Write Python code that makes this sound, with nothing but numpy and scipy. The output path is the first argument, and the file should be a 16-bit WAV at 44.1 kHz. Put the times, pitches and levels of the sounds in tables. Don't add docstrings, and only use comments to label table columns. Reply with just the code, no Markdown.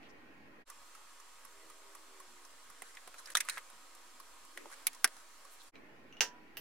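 import sys
import numpy as np
from scipy import signal
from scipy.fft import rfft, irfft, next_fast_len
from scipy.io import wavfile
from scipy.ndimage import uniform_filter1d, map_coordinates

SR = 44100
rng = np.random.default_rng(int(sys.argv[2]) if len(sys.argv) > 2 else 0)


def amplitude_ratio(level_db):
    exponent = np.asarray(level_db, float) / 20
    return 10 ** exponent


def transcribe(signal):
    frames = np.atleast_2d(signal).T
    limited = np.clip(frames, -1, 1)
    pcm = np.round(limited * 32767).astype(np.int16)
    wavfile.write(sys.argv[1], SR, pcm)


N = 291187
SPEED = 4
# (t/s, t/s)
CUTS = (0.6496, 5.716)


def unit(x):
    return x / np.sqrt(np.mean(x ** 2) + 1e-20)


def along(points, hz):
    f, v = np.transpose(points)
    return np.interp(np.log(hz + 1), np.log(f + 1), v)


def curve(rows):
    return np.interp(np.arange(N) / SR, *np.transpose(rows))


def in_fast_part(t):
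    return (t > CUTS[0]) & (t < CUTS[1])


def filtered(x, response):
    size = next_fast_len(x.shape[-1] + 8192)
    spectrum = rfft(x, size) * response(np.fft.rfftfreq(size, 1 / SR))
    return irfft(spectrum, size)[..., :x.shape[-1]]


def resonances(peaks):
    def response(f):
        total = 0
        for k, (centre, width, db) in enumerate(peaks):
            peak = 1j * f * width / (centre * centre - f * f + 1j * f * width)
            total = total + (-1) ** k * amplitude_ratio(db) * peak
        return total
    return response


def power(peaks, hz):
    p = 0
    for centre, width, db in peaks:
        p = p + amplitude_ratio(2 * db) * (hz * width) ** 2 / ((centre * centre - hz * hz) ** 2 + (hz * width) ** 2)
    return p / np.mean(np.sqrt(p)) ** 2


def pulse(p):
    cepstrum = irfft(np.log(p + 1e-9) / 2)
    half = len(cepstrum) // 2
    cepstrum[1:half] *= 2
    cepstrum[half + 1:] = 0
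    return irfft(np.exp(rfft(cepstrum)))


def air(spectrum, alike, patchy_db, lumpy_db):
    hz, _, z = signal.stft(rng.standard_normal((2, N)), SR, nperseg=1024)
    patches = uniform_filter1d(rng.standard_normal(z.shape[1:]), size=3, axis=0)
    patches = uniform_filter1d(patches, size=6, axis=1)
    depth_db = patchy_db + lumpy_db / (1 + (hz[:, None] / 300) ** 2)
    pair = signal.istft(z * amplitude_ratio(depth_db * unit(patches)), nperseg=1024)[1][:, :N]

    def colour(hz):
        turn = np.arccos(np.clip(along(alike, hz), -1, 1)) / 2
        return amplitude_ratio(along(spectrum, hz)) * [np.cos(turn), np.sin(turn)]
    mid, side = filtered(pair, colour)
    return unit(np.array([mid + side, mid - side]))


# (f/Hz, level/dB)
MOTOR_TONES = [(134.4, -88), (239.6, -76.5), (273.3, -75.5), (312.2, -75), (819.5, -84.5), (1054, -82.5),
               (1366, -88.5), (1561, -88.5), (1833, -99), (1873.4, -77), (1951.5, -101.5)]
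# (t/s, level/dB)
MOTOR_LOAD = [(0, 4), (3, 2), (3.9, 2.5), (4.7, 2), (5.6, 1), (6, 1.5), (6.6, 1.5)]


def motor(speed, gain_db, drift):
    t = np.arange(N) / SR
    tones = 0
    for hz, db in MOTOR_TONES:
        wander = drift * np.cumsum(rng.standard_normal(N)) / np.sqrt(SR)
        tones = tones + amplitude_ratio(db) * np.sin(2 * np.pi * hz * speed * t + wander)
    return amplitude_ratio(curve(MOTOR_LOAD) + gain_db) * tones


# (f/Hz, level per Hz/dB)
AIR_SLOW = [(12, -38), (20, -7), (32, -12.5), (124, -12.5), (349, -6.5), (683, -12.5), (808, -11),
            (956, -14), (1070, -13.5), (1720, -13.5), (1870, -12.5), (2550, -15), (3470, -26.5),
            (14100, -46), (16200, -38)]
# (f/Hz, likeness)
ALIKE_SLOW = [(60, 0.11), (240, 0.83), (950, 0.0028), (3770, -0.025), (15000, -0.26)]
# (t/s, level/dB)
LEVEL_SLOW = [(0, -57), (.44, -58.5), (5.77, -58), (6.27, -58), (6.6, -58.5)]
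# (f/Hz, level per Hz/dB)
HISS = [(2350, -29), (4000, -22), (4140, 8), (7460, -5.5), (11900, 0.5), (14000, 0.5), (16300, -19.5)]


def slow_room():
    room = amplitude_ratio(curve(LEVEL_SLOW) + 0.5) * air(AIR_SLOW, ALIKE_SLOW, patchy_db=2.2, lumpy_db=0.5)
    hiss = amplitude_ratio(-79.5) * air(HISS, [(4000, .05)], patchy_db=2.5, lumpy_db=0)
    return room + motor(1, gain_db=4.0, drift=1.6) + hiss


# (f/Hz, level per Hz/dB)
AIR_FAST = [(12, -42.5), (20, -11.5), (33, -14), (110, -24), (160, -24), (312, -12), (390, -17.5),
            (436, -13.5), (546, -10.5), (743, -12.5), (1100, -7), (2620, -13), (3190, -14), (9250, -15),
            (16200, -29.5)]
# (f/Hz, likeness)
ALIKE_FAST = [(60, 0.57), (180, 0.41), (550, 0.48), (1650, 0.61), (4970, 0.034), (15000, 0.12)]
# (t/s, reach/s, added level/dB)
STIRS = [
    (3.41, 0.16, 5),
    (4.78, 0.11, 3),
]


def fast_room():
    t = np.arange(N) / SR
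    stir_db = sum(db * np.exp(-np.abs(t - s) / reach) for s, reach, db in STIRS)
    room = amplitude_ratio(stir_db - 59.5) * air(AIR_FAST, ALIKE_FAST, patchy_db=1.74, lumpy_db=1.5)
    return room + motor(SPEED, gain_db=1.5, drift=3.08)


# (t/s, firing f/Hz, level/dB)
ENGINE = [
    (1.4, 80.8, -86),
    (1.75, 80.4, -77),
    (2.05, 79.3, -75.5),
    (2.2, 76.2, -73.5),
    (2.3, 73, -85),
    (2.45, 69.7, -82),
    (2.7, 69.1, -84),
]
ENGINE_ORDERS_DB = [0.5, 2, 0.5, 1, -3, -8, -9.5, -0.5]


def traffic():
    s, hz, db = np.transpose(ENGINE)
    turns = np.cumsum(curve(np.transpose([s, hz]))) / SR
    knots = rng.standard_normal((len(ENGINE_ORDERS_DB), 60))
    tones = 0
    for k, level in enumerate(ENGINE_ORDERS_DB):
        wobble = map_coordinates(knots[k], [np.linspace(0, 59, N)], order=1)
        tones = tones + amplitude_ratio(level + 4.5 * wobble) * np.sin(2 * np.pi * (k + 4) * turns)
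    return amplitude_ratio(curve(np.transpose([s, db]))) * tones


# (f/Hz, t/s)
ROOM = [(100, 0.28), (600, 0.2), (2000, 0.11), (6000, 0.13), (16000, 0.11), (60000, .14)]


def echoes(speed, apart):
    hz, t, z = signal.stft(rng.standard_normal((2, int(SR / 2 / speed))), SR, nperseg=64)
    z[1] *= apart * np.clip(hz[:, None] / 4000, .3, 1)
    decay = amplitude_ratio(-60 * t * speed / along(ROOM, hz / speed)[:, None])
    mid, side = signal.istft(z * decay, SR, nperseg=64)[1]
    build = 1 - np.exp(-(np.arange(len(mid)) / SR * speed / 0.0022) ** 2)
    return np.array([mid + side, mid - side]) * build / np.linalg.norm(mid)


# (f/Hz, level/dB, time to fall by 60 dB t/s)
CASE = [(980, -18, 0.62), (1585, -15.5, 0.221), (1860, -12, 0.16), (2680, -14, 0.13), (3150, -2.5, 0.053),
        (3130, -17, 0.175), (4620, -17, .14), (5140, -9, 0.071), (5240, -12, 0.14)]


def case_ring(t):
    modes = sum(amplitude_ratio(level - 60 * t / t60) * np.sin(2 * np.pi * hz * t) for hz, level, t60 in CASE)
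    return modes * (1 - np.exp(-t / 0.0048))


def right_port(f):
    return np.exp(-2j * np.pi * f * .000028) * (1 + (f / 16000) ** 2)


def contacts(events, speed, snap, desk, width_hz, rattle_s, near, wet_db, ring_db, pan_db, overtone=1.7):
    out = np.zeros((2, N + SR))
    t = np.arange(int(SR / 2 / speed)) / SR
    f = np.fft.rfftfreq(4096, 1 / SR)
    ring = case_ring(t)
    for s, db, hz, snap_db, thud_db in events:
        force = 0.25 * rng.standard_normal(400) * amplitude_ratio(-60 * t[:400] / rattle_s)
        force[round(.0007 * SR)] += 1
        knock = power([(hz, width_hz, 0), (hz * overtone, width_hz * 0.5, -8)], f)
        knock *= f ** 4 / (f ** 4 + (.55 * hz) ** 4) / (1 + (f / (2.4 * hz)) ** 4)
        struck = []
        for (centre, width, level), (u, v) in zip(snap, rng.standard_normal((len(snap), 2))):
            struck.append((centre * np.exp(0.064 * u), width, level + 4.1 * v))
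        crack = power(struck, f) ** 1.303 * f ** 4 / (f ** 4 + 2500 ** 4)
        thud = power(desk, f) * f ** 2 / (f ** 2 + 230 ** 2)
        colour = knock + amplitude_ratio(2 * snap_db + 22.5) * crack + amplitude_ratio(2 * thud_db + 26.5) * thud
        close = colour + near * (knock + .3 * amplitude_ratio(2 * snap_db + 25.5) * crack)
        even = np.abs(rfft(force, 4096)) ** 2 + .05
        direct = np.convolve(force, pulse(close / even))
        spread = np.convolve(force, pulse(colour ** 1.082 * np.mean(colour) ** 0.29 / even))
        wet = signal.fftconvolve(spread[None], echoes(speed, apart=1.0), axes=1)[:, :len(t)]
        left, right = np.pad(direct, (0, len(t) - len(direct))) + amplitude_ratio(wet_db) * wet
        sound = np.array([left, filtered(right, right_port)]) + amplitude_ratio(ring_db) * ring
        pan = np.array([[pan_db], [-pan_db]]) / 2
        out[:, round(s * SR):][:, :len(t)] += amplitude_ratio(db + 3.5 + pan) * sound
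    return out[:, :N]


# (f/Hz, width/Hz, level/dB)
SNAP_TICK = [(5600, 1500, -2.5), (9420, 2500, 0), (12000, 1500, -13)]
# (f/Hz, width/Hz, level/dB)
THUD_FAST = [(308, 160, -2.5), (730, 990, 3)]


def clock():
    s = np.arange(.6995, CUTS[1], 1 / SPEED)
    chance = rng.standard_normal((len(s), 2))
    level_db = -52 - 1.7 * (s - s[0]) + 2.2 * chance[:, 0]
    hz = 1090 * np.exp(0.074 * chance[:, 1])
    ticks = [(*row, -5.5, -33) for row in zip(s, level_db, hz)]
    return contacts(ticks, SPEED, SNAP_TICK, THUD_FAST, width_hz=130, rattle_s=0.0072, near=1.1,
                    wet_db=5, ring_db=-94, pan_db=-1.1)


def swell(s, length, shape):
    return np.sin(np.pi * np.clip((np.arange(N) / SR - s) / length, 0, 1)) ** shape


# (t/s, length/s, level/dB, body f/Hz, treble share)
SCUFFS = [(2.827, 0.097, -55.5, 1550, 0.54), (3.178, 0.025, -46.5, 1500, 0.61),
          (3.267, 0.046, -53.5, 1750, 0.24), (3.465, 0.14, -47, 1740, 0.44), (4.553, 0.14, -57.5, 375, .1),
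          (4.564, 0.066, -57, 2030, 0.2), (4.711, 0.039, -48, 1630, 0.49), (3.359, 0.032, -41, 2000, 0.55),
          (5.1, 0.13, -59, 1500, .5), (5.504, 0.059, -60, 10440, 0.064), (5.594, 0.035, -59, 3780, 0.33),
          (5.62, 0.029, -64.5, 11000, 0.11), (0.085, 0.033, -64.5, 5200, 0.05),
          (0.02, 0.07, -61, 2800, .05), (5.742, 0.068, -57, 288, 0.046), (6.164, 0.048, -64, 2800, 0.035),
          (6.346, 0.065, -70, 2500, 0.054)]
# (f/Hz, width/Hz, level/dB)
SNAP_FAST = [(3960, 550, 0), (6010, 1440, -1.5), (8620, 1840, 0.5), (11000, 630, 0), (15000, 990, -24)]


def scuffs():
    density = uniform_filter1d(rng.exponential(1, N) ** 2, size=60)
    grains = rng.standard_normal((2, N)) * density
    shell = unit(filtered(grains, resonances(SNAP_FAST)))
    out = np.zeros((2, N))
    for s, length, db, hz, share in SCUFFS:
        span = slice(round(s * SR), round((s + length) * SR))
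        response = resonances([(hz, .45 * hz, 0)])
        body = unit(filtered(grains[:, span], lambda f: response(f) ** 2))
        rub = (1 - share) * body + share * shell[:, span]
        out[:, span] += amplitude_ratio(db) * swell(s, length, shape=0.6)[span] * rub
    return out


# (t/s, knock level/dB, knock f/Hz, snap level over knock/dB, thud level over knock/dB)
PLUG = [(2.8201, -43.5, 1995, -5, -9), (2.9706, -36.5, 2036, -24.5, -40), (3.0752, -46, 980, -8, -5.5),
        (3.1422, -42, 1500, -16.5, -18), (3.2578, -55.5, 1850, 4, -16), (3.273, -46, 1750, -7.5, -27.5),
        (3.302, -41, 1790, -7, -30.5), (3.3183, -63, 1530, 7, -22), (3.3516, -21, 1315, -4.5, -22.5),
        (3.3702, -23.5, 1900, -5, -31), (3.4038, -29, 2180, -8.5, -42), (3.4058, -23.5, 2100, -9, -40),
        (3.487, -23, 1580, -15, -33), (3.4966, -31.5, 2190, -2.5, -27.5), (3.573, -28.5, 1220, -31, -40),
        (3.5793, -31.5, 1930, -16, -26)]
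PUSH = [
    (4.5747, -33, 1930, -16, -16.5),
    (4.657, -38, 536, -30.5, -18),
    (4.7154, -47, 970, -13, -24),
    (4.8687, -24, 2170, -1, -24),
    (4.931, -50.5, 1880, -2, -25.5),
    (4.9475, -56, 1286, 2.5, -24.5),
    (5.0438, -14, 1680, -5, -20),
    (5.0755, -43, 1890, -4.5, -10.5),
    (5.1665, -48.5, 1010, -6.5, -37),
]
# (f/Hz, width/Hz, level/dB)
SNAP_PUSH = [(4300, 2600, -2), (5870, 810, -1), (7660, 1500, -3), (9800, 1900, 6), (14800, 2500, -28.5)]


def plug():
    dropped = contacts(PLUG, SPEED, SNAP_FAST, THUD_FAST, width_hz=420, rattle_s=0.0063, near=1.2,
                       wet_db=-1.5, ring_db=-90, pan_db=-1.5)
    pushed = contacts(PUSH, SPEED, SNAP_PUSH, THUD_FAST, width_hz=460, rattle_s=.003, near=1.6,
                      wet_db=-2.5, ring_db=-90.5, pan_db=-0.6)
    return dropped + pushed


# (t/s, knock level/dB, knock f/Hz, snap level over knock/dB, thud level over knock/dB)
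BUTTON = [
    (6.2069, -13.5, 2780, -9.5, -12.5),
]
TOUCH = [
    (0.0305, -52, 2610, -24, -30),
    (5.756, -44, 2344, -29, -28),
    (6.57, -34.5, 2780, -9, -14),
]
CREAK = [
    (6.1255, -46.5, 2800, -21.5, -35),
    (6.168, -46, 2860, -23.5, -39),
]
# (f/Hz, width/Hz, level/dB)
SNAP_BUTTON = [(3900, 1830, 2), (5200, 990, 6), (6260, 1200, 2.5), (8020, 1300, -30), (13400, 2500, -13)]
# (f/Hz, width/Hz, level/dB)
SNAP_RELAY = [(4700, 1300, -11.5), (5840, 710, 9), (8700, 1200, -23), (13550, 3000, -4.5)]
# (f/Hz, width/Hz, level/dB)
THUD_SLOW = [(455, 72, -2.5), (830, 460, -2), (1750, 560, 3.5)]


def button():
    press = contacts(BUTTON, 0.85, SNAP_BUTTON, THUD_SLOW, width_hz=240, rattle_s=0.0035, near=3.9,
                     wet_db=-3.5, ring_db=-16.5, pan_db=-3.5)
    touch = contacts(TOUCH, 0.91, SNAP_RELAY, THUD_SLOW, width_hz=280, rattle_s=0.0064, near=2.9,
                     wet_db=1.0, ring_db=-39, pan_db=-1.5)
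    creak = contacts(CREAK, 0.9, SNAP_RELAY, THUD_SLOW, width_hz=72, rattle_s=0.012, near=1.7,
                     wet_db=-2.5, ring_db=-95, pan_db=-0.5, overtone=2.16)
    return press + touch + creak


def scene():
    fast = in_fast_part(np.arange(N) / SR)
    rooms = np.where(fast, fast_room() + traffic(), slow_room()) * amplitude_ratio([[-.6], [.6]])
    return rooms + clock() + scuffs() + plug() + button()


# (end t/s, length/s, level/dB)
DIPS = [
    (3.346, 0.0068, -33),
    (5.033, .003, -7),
    (6.2074, 0.0077, -12),
]


def dips():
    t = np.arange(N) / SR
    dip_db = sum(db * ((t > end - length) & (t < end)) for end, length, db in DIPS)
    return amplitude_ratio(uniform_filter1d(dip_db, size=66))


def low_pass(x):
    return signal.sosfilt(signal.butter(12, 17000, fs=SR, output="sos"), x)


def record(dry):
    t = np.arange(N) / SR
    fade_s, gain_slow, gain_fast = 0.031, 0.8, 1
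    fade = np.prod([np.clip(np.abs(t - s) / fade_s, 0, 1) ** 2.1 for s in CUTS], axis=0)
    fade *= np.where(in_fast_part(t), gain_fast, gain_slow)
    heard = filtered(dry, lambda hz: hz < 15800)
    offset = [[.00106], [.00112]]
    mix = (heard * dips() + offset) * fade
    return low_pass(mix)


dry = scene()
out = record(dry)
transcribe(out)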